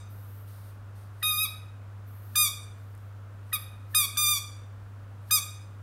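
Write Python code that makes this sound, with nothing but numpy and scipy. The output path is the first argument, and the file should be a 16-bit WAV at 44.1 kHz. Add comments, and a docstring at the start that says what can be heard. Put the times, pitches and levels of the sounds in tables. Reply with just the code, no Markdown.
"""A living room with a rug, where a rubber squeaker ball is squeezed by hand six times.
Its reed starts with a chirp, locks into a bright squeak near 1.2 kHz and sags in pitch as the squeeze ends:
a stack of gliding overtones plus turbulence, with room reflections and a diffuse tail.
Around the squeaks, coloured noise makes the air hissing through the silent reed; two faint ticks are heard.
A steady mains hum and dull room noise lie under everything."""
import sys
import numpy as np
from scipy import signal
from scipy.fft import rfft, irfft, next_fast_len
from scipy.io import wavfile
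from scipy.ndimage import map_coordinates

SR = 44100
rng = np.random.default_rng(int(sys.argv[2]) if len(sys.argv) > 2 else 0)


def waveform_to_disk(signal):
    """Save audio, clipped to [-1, 1], as 16-bit WAV at the path in sys.argv[1]."""
    frames = np.transpose(np.atleast_2d(signal))
    scaled = np.clip(frames, -1, 1) * 32767
    samples = np.round(scaled).astype(np.int16)
    wavfile.write(sys.argv[1], SR, samples)


N = 256662
TIME = np.arange(N) / SR

# The six squeezes of the hand on the ball.
# Each row: start, rise, hold and sag in seconds, the reed's free note, first pitch and top pitch in Hz,
# level in dB before the mix, brightness in dB (upper against lower overtones),
# then the notch cut by the cupped hands: centre in Hz, width in Hz, depth in dB.
SQUEEZES = [(1.229, 0.21, 0.0014, .021, 1932, 1235, 1278, -29, 0.5, 6900, 1400, 16),
            (2.357, 0.048, 0.0043, .075, 1714, 1203, 1229, -27, 4.5, 6600, 916, 1.5),
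            (3.53, 0.0079, 0.0043, 0.02, 1920, 1204, 1248, -30, 4, 6800, 1780, 17),
            (3.948, 0.013, 0.0025, .092, 1762, 1209, 1239, -26, 5, 6400, 1102, 6.5),
            (4.172, 0.023, .103, 0.088, 1625, 1180, 1207, -28, 1.9, 2080, 1093, 4.5),
            (5.31, 0.027, .009, .043, 1675, 1205, 1244, -26.5, 4, 10300, 1800, 4.5)]


def amp(db):
    """Decibels to an amplitude factor."""
    return 10 ** (np.asarray(db) / 20)


def unit(x):
    """x brought to rms 1."""
    return x / np.sqrt(np.mean(x ** 2) + 1e-20)


def along(points, hz):
    """Read a curve of (Hz, value) points on a log frequency axis."""
    point_hz, values = np.transpose(points)
    return np.interp(np.log(hz + 1), np.log(point_hz + 1), values)


def wobble(rate, size):
    """A smooth random curve of size samples, with rate knots a second."""
    knots = rng.standard_normal(int(size * rate / SR) + 4)
    return map_coordinates(knots, [np.arange(size) * rate / SR])


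def filtered(x, response):
    """Filter x by a gain given as a function of frequency."""
    size = next_fast_len(N + SR // 2)
    spectrum = rfft(x, size) * response(np.fft.rfftfreq(size, 1 / SR))
    return irfft(spectrum, size)[..., :N]


def noise(spectrum):
    """Noise coloured by (Hz, dB) points, at rms 1."""
    white = rng.standard_normal(N)
    return unit(filtered(white, lambda hz: amp(along(spectrum, hz))))


def add(track, s, x):
    """Mix x into the track from time s on, trimming what falls outside."""
    start = round(s * SR)
    part = x[max(-start, 0):N - start]
    track[max(start, 0):][:len(part)] += part


def envelope(t, start, end, attack, release):
    """1 from start to end, with an exponential swell before and decay after."""
    return np.exp(np.minimum(t - start, 0) / attack - np.maximum(t - end, 0) / release)


def background(hum_db=-43, air_db=-54.0):
    """A nearly pure mains hum, barely wavering in level, over the dull noise of the room."""
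    # Spectrum of the room air. Each row: frequency in Hz, relative level in dB per Hz.
    air_curve = [(20, -41), (30, -10.5), (39, 0.5), (60, -2), (100, 1.5), (160, -6.5), (250, -7),
                 (370, -13.5), (520, -10.5), (800, -14), (1350, -11.5), (2000, -22), (4800, -33.5),
                 (16000, -39.5)]
    hum_hz, waver_db = 100, 0.1
    hum_level = amp(hum_db + waver_db * wobble(12, N))
    hum = hum_level * np.sqrt(2) * np.sin(2 * np.pi * hum_hz * TIME)
    return hum + amp(air_db) * noise(air_curve)


def ticks(decay=0.001):
    """Tiny bright clicks from the handled toys: noise bursts that die away within milliseconds."""
    # The faint ticks. Each row: time in seconds, level in dB of the burst's start.
    tick_rows = [(2.951, -51), (2.978, -55)]
    blows = sum(amp(db) * (TIME >= s) * np.exp(-np.abs(TIME - s) / decay) for s, db in tick_rows)
    return blows * noise([(3000, -30), (7500, -15), (8600, 2), (11000, -6), (16000, -12)])


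def airflow(cut_s=0.005):
    """Air too slow to sound the reed hisses in and out of the ball, and swells just before each squeak."""
    # Spectra of the high hiss and the lower rush. Each row: frequency in Hz, relative level in dB per Hz.
    hiss_curve = [(2000, -36), (7500, -21), (9000, -9.5), (10400, -12.5), (11400, -2), (12500, 0.5),
                  (13600, 1.5), (14300, -4), (15300, -4), (16000, -4)]
    rush_curve = [(1000, -32.5), (3000, -8), (3700, -3.5), (4600, -4), (5400, -6.5), (7600, -10),
                  (8900, -2), (9800, 1.5), (10400, -16), (11500, -2.5), (14000, -12.5), (16000, -12.5)]
    # Puffs through the silent reed. Each row: start and length in seconds, high hiss and lower rush in dB.
    puff_rows = [(0.106, 0.32, -60.5, -71), (.48, 0.22, -64, -65), (.96, 0.074, -72, -67),
                 (2.075, 0.29, -61.5, -76), (2.778, .3, -73, -77.5), (3.918, .003, -59, -79),
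                 (5.29, .005, -64.5, -73)]
    attack_s, release_s = 0.011, 0.048
    lead_hiss_db, lead_rush_db = -70, -65.5
    lead_s = 0.06  # time for the swell before a squeak to grow by e
    flutter_db = 0.7
    hiss, rush = np.zeros(N), np.zeros(N)
    for s, length, hiss_db, rush_db in puff_rows:
        flow = envelope(TIME, s, s + length, attack_s, release_s)
        hiss += amp(hiss_db) * flow
        rush += amp(rush_db) * flow
    for s, *_ in SQUEEZES:
        flow = envelope(TIME, s, s, lead_s, cut_s)
        hiss += amp(lead_hiss_db) * flow
        rush += amp(lead_rush_db) * flow
    flutter = amp(flutter_db * wobble(27, N))
    return flutter * (hiss * noise(hiss_curve) + rush * noise(rush_curve))


def in_room(x, tail_db, walls_db, gap=0.00087):
    """x with six early reflections from floor and furniture and a diffuse tail that fades by frequency."""
    # Decay of the room. 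Each row: frequency in Hz, time to fall by 60 dB in seconds.
    decay_curve = [(1200, 0.64), (2500, 0.59), (5000, 0.5), (7700, 0.52), (11000, 0.37), (16000, 0.25)]
    hz, t, cells = signal.stft(rng.standard_normal(SR * 2 // 3), SR, nperseg=256)
    fade = amp(-60 * t / along(decay_curve, hz)[:, None])
    tail = signal.istft(cells * fade, SR, nperseg=256)[1]
    tail *= 1 - np.exp(-(np.arange(len(tail)) / SR / gap) ** 2)  # the tail builds up over the gap
    echo = amp(tail_db) * tail / np.linalg.norm(tail)
    bounces = rng.integers(SR // 400, SR // 50, size=6)  # 2.5 to 20 ms late
    echo[bounces] += amp(walls_db) * rng.standard_normal(size=6)
    echo[0] = 1  # the direct sound
    return signal.fftconvolve(x, echo)


def pressure(t, start, rise, hold, sag, first_hz, top_hz):
    """The hand's pressure rises, holds and runs out; gives the pitch Hz, level dB and brightness dB it drives."""
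    # The hand eases for a moment inside the two long squeezes.
    # Each row: time and half-length in seconds, pitch drop in Hz, level drop in dB.
    easing_rows = [(1.357, 0.056, 48, 3), (4.26, 0.017, 20, 1.5)]
    stall_hz = 1129.2  # the pitch at which the reed stops as the pressure runs out
    sag_skew = 1.17  # above 1 the pressure lingers before it falls
    sag_db, sag_dull_db = 7, 3.5  # level and brightness lost by the stall
    rise_dull_db = 3  # brightness still to gain when the reed first speaks
    lacking = np.clip(1 - (t - start) / rise, 0, 1) ** 2
    sagged = np.clip((t - start - rise - hold) / sag, 0, 1)
    spent = np.sin(np.pi / 2 * sagged ** sag_skew) ** 2
    pitch = top_hz + (first_hz - top_hz) * lacking + (stall_hz - top_hz) * spent
    level = -sag_db * spent
    for s, half, drop_hz, drop_db in easing_rows:
        eased = np.exp(-((t - s) / half) ** 2)
        pitch = pitch - drop_hz * eased
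        level = level - drop_db * eased
    bright = -rise_dull_db * lacking - sag_dull_db * spent
    return pitch, level, bright


def squeak(row, lead=0.015, swell=0.0048, early=0.0011, pull=0.00046, release=0.0027,
           jitter=0.0014, flutter_db=0.39, air_db=-34):
    """One squeeze: the reed swings freely, then slaps shut once a cycle. Returns (start s, sound)."""
    # Colour of the reed and the squeaker's tube. Each row: frequency in Hz, relative level in dB.
    reed_curve = [(1200, -5), (2450, -2), (3700, 1.5), (4900, -2.5), (6100, -2), (7400, -6.5), (8700, -3),
                  (9900, -2.5), (11100, -6), (12400, -1), (13600, -7.5), (15000, -13), (16000, -15.5)]
    start, rise, hold, sag, free_hz, first_hz, top_hz, level_db, bright_db, centre, width, depth = row
    end = start + rise + hold + sag
    t = np.arange(start - lead, end + 5 * release, 1 / SR)
    age = t - start
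    pitch, level, bright = pressure(t, start, rise, hold, sag, first_hz, top_hz)

    # the reed starts on its own higher note and is pulled down as its swing grows
    freedom = 1 / (1 + np.exp(np.minimum((age + early) / pull, 20)))
    pitch = pitch + (free_hz - pitch) * freedom
    pitch = pitch * (1 + jitter * wobble(250, len(t)))
    blow = amp(level_db + level) * envelope(t, start, end, swell, release)
    blow = blow * np.clip(2 * (age + lead) / lead, 0, 1)  # the swing grows from rest

    # the slaps give a full stack of overtones, coloured by the squeaker's tube and the hands
    k = np.arange(1, 15)[:, None]
    hz = k * pitch
    notch_db = depth * np.exp(-0.5 * ((hz - centre) / width) ** 2)
    gains = amp(along(reed_curve, hz) - notch_db) * (hz < SR / 2)

    # harder blowing shuts the reed more sharply and lifts the upper overtones
    low = np.linalg.norm(gains[:4], axis=0)
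    high = np.linalg.norm(gains[6:], axis=0)
    lift = amp(bright_db + bright) * low / high
    gains = gains / low * lift ** np.clip((k - 3) / 4, 0, 1)

    # overtones appear only once the reed reaches its seat, the highest last; each flutters a little
    contact = 1 / (1 + np.exp(-age / 0.00055))
    flutter = amp(flutter_db * np.array([wobble(73, len(t)) for _ in k]))
    gains = gains * contact ** np.log10(k) * flutter
    phase = 2 * np.pi * np.cumsum(pitch) / SR
    overtones = gains * np.cos(k * phase + rng.normal(0, 0.88, k.shape))
    stack = np.sqrt(2) * np.sum(overtones, axis=0)
    turbulence = amp(air_db) * np.diff(rng.standard_normal(len(t) + 1))
    return t[0], blow * (stack + contact * turbulence)


def ball(squeak_db=-1.0, earlier_db=-5, tail_db=-8.0, walls_db=-19):
    """The six squeaks in the room, after the dying ring of an earlier one."""
    out = np.zeros(N)
    for row in SQUEEZES:
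        start, sound = squeak(row)
        add(out, start, amp(squeak_db) * in_room(sound, tail_db, walls_db))
    earlier = squeak(SQUEEZES[-1])[1]
    add(out, -0.27, amp(earlier_db) * in_room(earlier, tail_db, walls_db))
    return out


def scene():
    """One microphone feeds both channels."""
    mono = background() + ticks() + airflow() + ball()
    return np.array([mono, mono])


def record(dry):
    """The recorder keeps nothing above its band limit, a 200 Hz wide slope."""
    top_hz = 15800
    return filtered(dry, lambda hz: np.clip((top_hz - hz) / 200 + 0.5, 0, 1))


dry = scene()
out = record(dry)
waveform_to_disk(out)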